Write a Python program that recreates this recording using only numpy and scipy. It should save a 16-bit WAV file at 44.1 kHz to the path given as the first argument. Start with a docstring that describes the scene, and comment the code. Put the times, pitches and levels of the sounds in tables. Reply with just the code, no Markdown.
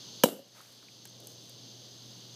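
"""Insects buzz over a distant hum in a backyard. A few metres away a firecracker goes off under a
tin can in a tub of water: a crack, then the hollow thump of the air in can and tub.
The automatic gain ducks at the bang; the yard echoes and the can rings as it flies.
Spray and drops fall back while the gain creeps up again."""
import sys
import numpy as np
from scipy import signal
from scipy.fft import rfft, irfft
from scipy.io import wavfile
from scipy.ndimage import uniform_filter1d

SR = 44100
rng = np.random.default_rng(int(sys.argv[2]) if len(sys.argv) > 2 else 0)


def inscribe(sig):
    """Save sig as 16-bit PCM at rate SR to the path in sys.argv[1].

    A 1-D sig is mono; a 2-D sig holds one channel per row.
    Samples are clipped to [-1, 1] before scaling.
    """
    pcm = np.round(np.clip(np.atleast_2d(sig).T, -1, 1) * 32767)
    wavfile.write(sys.argv[1], SR, pcm.astype(np.int16))


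N = 103635
BANG_S = 0.2358

# Treble spectrum of a drop impact. Each row: frequency in Hz, relative level in dB.
DROP_TREBLE = [(1500, -18), (5000, -2.5), (7800, 2.5), (11000, -1.5), (14000, 0.5), (15500, -6)]


def undb(db):
    """Decibels to gain."""
    return 10 ** (np.asarray(db) / 20)


def times():
    """Sample times in seconds."""
    return np.arange(N) / SR


def unit(x):
    """Scale to rms 1."""
    return x / np.sqrt(np.mean(x ** 2))


def colour(x, spectrum):
    """Shape by (Hz, dB) points; rms 1."""
    hz, db = np.array(spectrum, float).T
    bins_hz = np.maximum(np.fft.rfftfreq(N, 1 / SR), 1)
    gain = undb(np.interp(np.log(bins_hz), np.log(hz), db))
    return unit(irfft(rfft(x) * gain, N))


def noise(spectrum):
    """Coloured noise; rms 1."""
    return colour(rng.standard_normal(N), spectrum)


def band(hz, width_hz):
    """Noise in one steep resonance; rms 1."""
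    b, a = signal.iirpeak(hz, hz / (1.5 * width_hz), fs=SR)
    return unit(signal.lfilter(b, a, signal.lfilter(b, a, rng.standard_normal(N))))


def drift(rate_hz):
    """Smooth random drift; rms near 1."""
    step = max(int(SR / rate_hz), 1)
    stairs = np.repeat(rng.standard_normal(N // step + 1), step)
    return unit(uniform_filter1d(stairs, step))[:N]


def grains(per_s, scatter_db):
    """Random clicks of uneven size."""
    hits = rng.random(N) < per_s / SR
    return hits * rng.standard_normal(N) * undb(scatter_db * rng.exponential(size=N))


def burst(start_s, t60_s, hold_s=0, rise_s=0.0001):
    """Linear attack, hold, exponential release."""
    age_s = np.maximum(times() - start_s, 0)
    decay = np.log(1000) * np.maximum(age_s - hold_s, 0) / t60_s
    return np.minimum(age_s / rise_s, 1) * np.exp(-np.minimum(decay, 100))


def swell(peak_s, spread_s):
    """Gaussian rise and fall."""
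    return np.exp(-((times() - peak_s) / spread_s) ** 2)


def mode(start_s, hz, db, t60_s, rise_s):
    """One damped sine."""
    tone = np.sin(2 * np.pi * hz * (times() - start_s))
    return undb(db) * burst(start_s, t60_s, rise_s=rise_s) * tone


def no_bass(x, cut_hz=150):
    """Low cut: removes deep bass from the thump and its echoes."""
    return signal.sosfilt(signal.butter(4, cut_hz, "high", fs=SR, output="sos"), x)


def background():
    """A wavering distant machine hum, a soft low-mid rush and outdoor air."""
    # Each row: time in seconds, level in dB.
    hum_levels = [(0, -62), (.5, -60), (.95, -59.5), (1.1, -55.5), (1.7, -57.5), (2.35, -56.5)]
    rush_levels = [(0, -68.5), (1.0, -76.5), (1.2, -57), (1.45, -61.5), (1.9, -67.5), (2.35, -87)]
    # Each row: frequency in Hz, relative level in dB.
    air_spectrum = [(25, -33.5), (60, -28), (100, -6), (135, -3), (230, -0.5), (400, -5.5), (750, -13),
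                    (1300, -18.5), (2300, -22.5), (8000, -26), (15000, -27)]
    hum_hz = 120.8 * (1 + 0.0031 * drift(6.7))
    hum = np.sqrt(2) * np.sin(2 * np.pi * np.cumsum(hum_hz) / SR)
    hum *= undb(np.interp(times(), *np.array(hum_levels).T) + 0.98 * drift(28))
    rush = band(hz=494, width_hz=210) * undb(np.interp(times(), *np.array(rush_levels).T))
    air = noise(air_spectrum) * undb(-56 + 0.7 * drift(3))
    return hum + rush + air


def insects():
    """A broad rasping chorus and a narrower, higher buzz that slowly fades."""
    # Each row: frequency in Hz, relative level in dB.
    chorus_spectrum = [(2000, -28.5), (2550, -18), (2900, -6.5), (3350, -2.5), (3950, -3), (4600, 0),
                       (5200, -4.5), (5800, -10), (7000, -26), (7350, -15.5), (8200, -33.5)]
    chorus = noise(chorus_spectrum) * undb(-51 + 0.65 * drift(11) + 0.69 * drift(400))
    fade_db_per_s = 0.95
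    buzz = band(hz=6245, width_hz=370) * undb(-55 - fade_db_per_s * times() + 0.8 * drift(17))
    return chorus + buzz


def spray():
    """Spray falls back as a dense patter: quick rise, slower fall."""
    # Each row: frequency in Hz, relative level in dB.
    spectrum = [(60, -40), (250, -6.5), (600, 2), (1200, -0.5), (2000, -2.5), (4000, -3), (8000, -6.5),
                (12500, -6), (15000, -11)]
    peak_s, rise_s, fall_s = 0.569, 0.03, 0.19
    age_s = times() - peak_s
    envelope = np.exp(np.where(age_s < 0, age_s / rise_s, -age_s / fall_s))
    return undb(-49) * envelope * colour(grains(per_s=7800, scatter_db=0.67), spectrum)


def drops():
    """Single drops slap down nearby or plop into water and soil."""
    # Each row: frequency in Hz, relative level in dB.
    body_spectrum = [(80, -33.5), (300, -20), (650, -8), (830, 14), (1150, -14), (1650, 7), (2600, -1),
                     (6000, -16), (12000, -25)]
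    # Each row: start in seconds, treble level in dB, body level in dB.
    slap_hits = [(.613, -41, -69), (.724, -47, -70), (1.0538, -36, -41.5), (1.073, -45, -75.5),
                 (1.095, -51, -70), (1.202, -44, -67), (1.244, -52, -67), (1.2705, -39.5, -68),
                 (1.292, -48, -67), (1.303, -47, -68), (1.318, -46.5, -64), (1.4948, -41.5, -56)]
    # Each row: start in seconds, frequency in Hz, level in dB.
    plop_hits = [(.581, 1160, -44), (.605, 1160, -43), (0.657, 2317, -52), (0.827, 1300, -39),
                 (.828, 430, -46), (0.885, 2350, -44.5)]
    treble = noise(DROP_TREBLE) * undb(2.4 * drift(830))
    body = noise(body_spectrum)
    slaps = sum((undb(treble_db) * treble + undb(body_db) * body) * burst(start_s, t60_s=0.021)
                for start_s, treble_db, body_db in slap_hits)
    plops = sum(undb(db) * band(hz, 0.17 * hz) * burst(start_s, t60_s=0.02, rise_s=0.00064)
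                for start_s, hz, db in plop_hits)
    return slaps + plops


def splash():
    """The main splash lands: a short, rough midrange swell."""
    envelope = undb(-52 + 2.4 * drift(200)) * swell(peak_s=0.588, spread_s=0.035)
    return envelope * band(hz=1300, width_hz=720)


def drizzle():
    """Fine droplets tick down in brief showers."""
    # Each row: peak time in seconds, spread in seconds, level in dB.
    showers = [(.49, .05, -63), (.7, 0.083, -61), (.93, .05, -66), (1.28, 0.08, -60.5),
               (1.46, 0.085, -63.5)]
    envelope = sum(undb(db) * swell(peak_s, spread_s) for peak_s, spread_s, db in showers)
    return envelope * colour(grains(per_s=780, scatter_db=0.43), DROP_TREBLE)


def yard():
    """Scattered sound dies away, with a few distinct echoes and a faint long tail from the trees."""
    # Each row: frequency in Hz, relative level in dB.
    low_spectrum = [(50, -50), (110, -23), (170, 1), (300, 2), (400, -2), (520, 5.5), (800, -11.5),
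                    (1100, -20), (1500, -18.5), (2200, -33), (5000, -56.5)]
    high_spectrum = [(700, -29), (1400, -6.5), (1950, -11.5), (2250, -5.5), (2550, -14), (2900, 2.5),
                     (4200, -3.5), (6500, -4.5), (9000, -2.5), (12000, -1.5), (15000, -4)]
    far_spectrum = [(100, -25), (190, -1), (600, 6), (1000, -8), (2000, -4.5), (4000, -20), (8000, -22),
                    (15000, -24)]
    echo_spectrum = [(60, -45.5), (180, -0.5), (340, 2.5), (550, 0.5), (900, -10.5), (2000, -26.5),
                     (4000, -20.5), (15000, -32.5)]
    # Deck, house and trees. Each row: delay in seconds, level in dB, T60 in seconds.
    reflections = [(0.019, -12.5, 0.05), (0.049, -19, 0.037), (0.094, -33, 0.07), (0.154, -35, 0.042)]
    low = undb(-14 + 1.5 * drift(91)) * noise(low_spectrum) * burst(BANG_S, t60_s=0.3, rise_s=0.048)
    high = undb(-19 + 1.2 * drift(250)) * noise(high_spectrum) * burst(BANG_S, t60_s=0.28, rise_s=0.004)
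    far = undb(-43.5) * noise(far_spectrum) * burst(BANG_S, t60_s=1.44, rise_s=0.36)
    echoes = sum(undb(db) * burst(BANG_S + delay_s, t60_s, hold_s=0.0034, rise_s=0.0016)
                 for delay_s, db, t60_s in reflections) * noise(echo_spectrum)
    hollow_echo = mode(start_s=0.384, hz=550, db=-35, t60_s=0.17, rise_s=0.011)
    return no_bass(low + echoes) + high + far + hollow_echo


def can_ring():
    """The can's wall rings; clusters of close modes shimmer on as it flies."""
    # Each row: frequency in Hz, level in dB, T60 in seconds.
    wall_modes = [(2342, -12.5, .019), (2930, -3.5, 0.022), (3915, -14.5, .06), (4507, -16, 0.028),
                  (5410, -10.5, .018), (6400, -15.5, .02), (11150, -13.5, .03), (12050, -10.5, .05)]
    # Each row: centre in Hz, width in Hz, level in dB, T60 in seconds.
    clusters = [(2900, 220, -35, 0.48), (3895, 150, -33, 0.25), (7450, 400, -31, .28),
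                (12230, 700, -28, .33)]
    wall = sum(mode(BANG_S, hz, db, t60_s, rise_s=0.0014) for hz, db, t60_s in wall_modes)
    shimmer = sum(undb(db) * band(hz, width_hz) * burst(BANG_S, t60_s, rise_s=0.0027)
                  for hz, width_hz, db, t60_s in clusters)
    return wall + shimmer


def thump():
    """The air in can and tub resonates; the low notes come late."""
    # Each row: frequency in Hz, relative level in dB, T60 in seconds, delay in seconds.
    air_modes = [(237, -0.5, 0.021, .0023), (517, 1, 0.025, 0.00302), (961, -5, 0.021, 0.00098),
                 (1318, -5, 0.014, .00016), (1595, -7, 0.014, 0.00013)]
    cavity = sum(mode(BANG_S + delay_s, hz, db, t60_s, rise_s=0.0018)
                 for hz, db, t60_s, delay_s in air_modes)
    return no_bass(-undb(10.5) * cavity)


def crack():
    """The charge explodes: a short, bright noise burst."""
    # Each row: frequency in Hz, relative level in dB.
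    spectrum = [(40, -15.5), (300, -15), (1100, -17), (1950, -14), (2250, 1.5), (2580, -16.5), (2950, 2.5),
                (3600, -7.5), (4300, -7.5), (5100, -7), (6300, -2), (8700, -5.5), (11500, -1),
                (15000, -2.5)]
    return undb(-4) * noise(spectrum) * burst(BANG_S, t60_s=0.029, hold_s=0.0042)


def scene():
    """Mono sum at the microphone."""
    bang = crack() + thump() + can_ring() + yard()
    water = spray() + drops() + splash() + drizzle()
    return (bang + water + insects() + background())[None]


def record(dry):
    """Gain control ducks on loud sound and recovers slowly; peaks are rounded and the top is cut."""
    threshold_db, window_s, release_s, top_hz = -11.5, 0.0072, 0.89, 15200
    power = uniform_filter1d(dry[0] ** 2, int(window_s * SR))
    over_db = np.maximum(10 * np.log10(np.maximum(power, 1e-12)) - threshold_db, 0)
    release = np.exp(-times() / release_s)
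    duck_db = np.maximum.accumulate(over_db / release) * release  # decaying peak hold
    rounded = np.tanh(dry * undb(-duck_db))
    return signal.sosfilt(signal.ellip(10, 0.2, 80, top_hz, fs=SR, output="sos"), rounded)


dry = scene()
out = record(dry)
inscribe(out)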